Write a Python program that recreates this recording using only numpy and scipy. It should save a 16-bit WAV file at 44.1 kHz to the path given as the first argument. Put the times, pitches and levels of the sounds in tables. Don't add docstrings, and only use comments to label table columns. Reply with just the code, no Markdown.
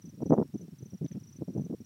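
import sys
import numpy as np
from scipy import signal
from scipy.fft import rfft, irfft
from scipy.io import wavfile
from scipy.ndimage import map_coordinates

SR = 44100
rng = np.random.default_rng(int(sys.argv[2]) if len(sys.argv) > 2 else 0)


def bounce(signal):
    frames = np.transpose(np.atleast_2d(signal))
    limited = np.clip(frames, -1, 1)
    pcm = np.round(limited * 32767).astype(np.int16)
    wavfile.write(sys.argv[1], SR, pcm)


N = 81585
T = np.arange(N) / SR


def from_db(db):
    return 10 ** (np.asarray(db) / 20)


def unit_rms(x):
    return x / np.sqrt(np.mean(x ** 2) + 1e-20)


def butter(x, order, edges_hz, kind):
    return signal.sosfilt(signal.butter(order, edges_hz, kind, fs=SR, output="sos"), x)


def noise(spectrum, size=N):
    hz, db = np.transpose(spectrum)
    bins_hz = np.maximum(np.fft.rfftfreq(size, 1 / SR), 1)
    gain = from_db(np.interp(np.log(bins_hz), np.log(hz), db))
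    return unit_rms(irfft(rfft(rng.standard_normal(size)) * gain, size))


def drift(rate_hz):
    return unit_rms(butter(rng.standard_normal(2 * N), 2, rate_hz, "low")[N:])


# f/Hz, relative density/dB
HISS_SPECTRUM = [(30, -11.5), (200, 4.5), (700, 3), (1300, 3), (2500, 1.5), (4500, 0.5), (7000, -1),
                 (11000, -2.5), (15500, -1.5)]

def hiss(level_db=-69.5):
    return from_db(level_db) * noise(HISS_SPECTRUM)


# f/Hz, relative density/dB
EDDY_SPECTRUM = [(30, -7.5), (100, -9), (170, 2), (280, -3), (420, -14), (600, -24), (850, -36),
                 (1200, -55.5), (2000, -77), (4000, -106.5)]
# t/s, length/s, level/dB, eddy speed/ratio
BUFFETS = [(.044, .018, -44, 1.003), (0.071, .028, -45.5, 0.89), (0.129, 0.023, -47, 0.93),
           (0.176, 0.022, -46, 1.117), (.206, 0.015, -35.5, 1.078), (0.221, .012, -32, 1.252),
           (0.259, 0.0079, -29, 0.86), (0.269, .014, -37, 1), (0.299, 0.019, -25, 1.1),
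           (.319, .02, -23, 1.65), (0.34, 0.0149, -33, 1.55), (0.367, 0.01243, -31, 1.45),
           (0.384, 0.01956, -26, 1.193), (.414, .006, -29.5, 1.1), (.421, .006, -31.5, 1.8),
           (0.443, 0.019, -46.5, 0.88), (0.49, 0.0056, -50.5, 0.97), (0.542, 0.018, -30.5, 0.84),
           (.595, .06, -45.5, 0.91), (0.682, 0.0077, -43.5, 1.07), (0.727, .014, -41, 0.73),
           (0.786, 0.02985, -50, 0.91), (.824, 0.0087, -37, 0.85), (0.859, 0.013, -47, 0.92),
           (.929, 0.025, -39, 0.87), (1.014, .024, -31, .72), (1.045, 0.014, -32, 0.84),
           (1.11, 0.0141, -38.5, 0.85), (1.148, .032, -36.5, .88), (1.21, 0.015, -44, 0.76),
           (1.279, 0.045, -52.5, 0.62), (1.389, .014, -42, 0.73), (1.411, .02, -35, 1.08),
           (1.479, 0.03, -37.5, .95), (1.552, 0.02, -32, .88), (1.577, 0.0086, -26.5, 1.014),
           (1.595, 0.026, -32, 0.83), (1.639, 0.03, -38, 0.91), (1.699, 0.01664, -35.5, 0.95),
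           (1.726, 0.02, -37, 1.036), (1.804, 0.017, -43, 0.92)]

def wind(breeze_db=-57, breeze_speed=0.9, attack_s=0.003, release_s=0.004, ref_db=-30, low_cut_hz=120):
    power = from_db(breeze_db + 4 * drift(rate_hz=28.83)) ** 2
    weighted_speed = breeze_speed * power
    for start_s, length_s, db, speed_ratio in BUFFETS:
        before = np.maximum(start_s - T, 0) / attack_s
        after = np.maximum(T - start_s - length_s, 0) / release_s
        buffet_power = (from_db(db) * np.exp(-before - after)) ** 2
        power += buffet_power
        weighted_speed += speed_ratio * buffet_power
    flutter_db = 1.36 * drift(rate_hz=108.3)
    pressure = np.sqrt(power) * from_db(flutter_db)
    speed = weighted_speed / power * (pressure / from_db(ref_db)) ** 0.17
    eddies = noise(EDDY_SPECTRUM, size=2 * N)
    flow = map_coordinates(eddies, [np.cumsum(speed)], order=3, mode="wrap")
    flow = butter(flow, 2, low_cut_hz, "high")
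    window = np.hanning(int(0.022 * SR))
    local_power = signal.fftconvolve(flow ** 2, window / window.sum(), "same")
    even_flow = flow / np.sqrt(np.abs(local_power) + 1e-9)
    return butter(pressure * even_flow, 2, low_cut_hz, "high")


def chirp(start_s, level_db, pitch_hz):
    period_s, jitter_s = 0.036, 0.00055
    stroke_s, rise_s, fall_s = 0.018, 0.0082, 0.0062
    sag_hz, sag_exponent = 740, 3.59
    step_hz, step_db, uneven_db = 30, 0.67, 1.7
    out = np.zeros(N)
    for k, (late, soft, phase) in enumerate(rng.standard_normal((3, 3))):
        age_s = T - start_s - k * period_s - jitter_s * late
        on = (age_s > 0) & (age_s < stroke_s)
        t = age_s[on]
        swell = np.sin(np.pi / 2 * np.minimum(t / rise_s, 1)) ** 2
        fade = np.exp(-0.5 * (np.maximum(t - rise_s, 0) / fall_s) ** 2)
        end_taper = np.minimum(10 * (1 - t / stroke_s), 1)
        hz = pitch_hz + (k - 1) * step_hz - sag_hz * (t / stroke_s) ** sag_exponent
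        tone = np.sqrt(2) * np.sin(2 * np.pi * (np.cumsum(hz) / SR + phase))
        gain = from_db(level_db + (k - 2) * step_db - uneven_db * soft)
        out[on] += gain * swell * fade * end_taper * tone
    return out


def far_crickets(chirps_per_s=18, level_db=-76, spread_db=2, pitch_hz=5720, spread_hz=100):
    out = np.zeros(N)
    for k, (late, loud, high) in enumerate(rng.standard_normal((32, 3))):
        start_s = (k - 1 + late / 2) / chirps_per_s
        out += chirp(start_s, level_db + spread_db * loud, pitch_hz + spread_hz * high)
    return out


# t/s, level/dB, f/Hz
CHIRPS = [(0.014, -54, 6080), (0.139, -68, 5750), (.216, -57.5, 5920), (.257, -55, 6110),
          (0.391, -68.5, 5657), (.536, -54.5, 6130), (.632, -76, 5620), (.782, -55.5, 6147),
          (.898, -59, 5880), (1.041, -54, 6084), (1.128, -65, 5661), (1.195, -58.5, 5920),
          (1.286, -54.5, 6090), (1.404, -66.5, 5704), (1.497, -62, 5925), (1.571, -55, 6077),
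          (1.705, -69, 5750), (1.804, -59.5, 5862), (1.841, -67, 6032)]

def distinct_crickets(gain_db=-3, echo_s=0.013, echo_db=-13.5, scatter_db=-17.5):
    direct = from_db(gain_db) * sum(chirp(*row) for row in CHIRPS)
    echo = np.interp(T - echo_s, T, direct, left=0)
    return direct + from_db(echo_db) * echo + from_db(scatter_db) * grass_scatter(direct)


def grass_scatter(x, decay_s=0.031):
    tail = rng.standard_normal(N) * np.exp(-T / decay_s)
    return signal.fftconvolve(x, tail / np.linalg.norm(tail))[:N]


# t/s, level/dB, half width/s
SLAPS = [(0.2062, -21, 0.000813), (0.2236, -20, 0.00064), (.2310, -15.5, 0.00092), (0.3001, -18.5, 0.0011),
         (.3074, -8, 0.00057), (0.321, -5.5, 0.00082), (.3250, -4.5, 0.00057), (0.3328, -7.5, 0.00051),
         (0.3392, -16.5, 0.00038), (0.3489, -38, 0.00031), (.3790, -18, 0.00044), (0.3849, -7.5, 0.00065),
         (0.4146, -9.5, 0.00074), (0.4255, -22, 0.0005), (1.4215, -20, 0.00072), (1.4836, -23.5, 0.00079),
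         (1.5828, -8, 0.0013), (1.5966, -20.5, 0.00087), (1.728, -29, 0.00066), (1.7389, -26, 0.00072),
         (1.8045, -29, 0.0012)]

def eddy_slaps(gain_db=1.5, low_cut_hz=173.4):
    bumps = sum(from_db(db + gain_db) / (1 + ((T - peak_s) / half_width_s) ** 2)
                for peak_s, db, half_width_s in SLAPS)
    return butter(bumps, 3, low_cut_hz, "high")


# t/s, level/dB, decay/s, low f/Hz, high f/Hz
TICKS = [(.478, -63, .001, 5480, 9950), (1.05, -66.5, 0.0018, 2000, 4500),
         (1.0627, -54.5, 0.003, 1497, 4600), (1.114, -56, 0.0027, 1599, 2800),
         (1.128, -67, 0.0091, 1800, 3200), (1.154, -59, .002, 1498, 2780)]

def stalks():
    out = np.zeros(N)
    for start_s, db, decay_s, low_hz, high_hz in TICKS:
        band = unit_rms(butter(rng.standard_normal(N), 2, [low_hz, high_hz], "band"))
        envelope = (T > start_s) * np.exp(-np.abs(T - start_s) / decay_s)
        out += from_db(db) * envelope * band
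    return out


def scene(wind_gain_db=1):
    crickets = distinct_crickets() + far_crickets()
    gusts = from_db(wind_gain_db) * wind() + eddy_slaps()
    return (crickets + gusts + stalks() + hiss())[None]


def record(dry):
    return signal.sosfilt(signal.ellip(12, 0.1, 70, 15900, fs=SR, output="sos"), dry)


dry = scene()
out = record(dry)
bounce(out)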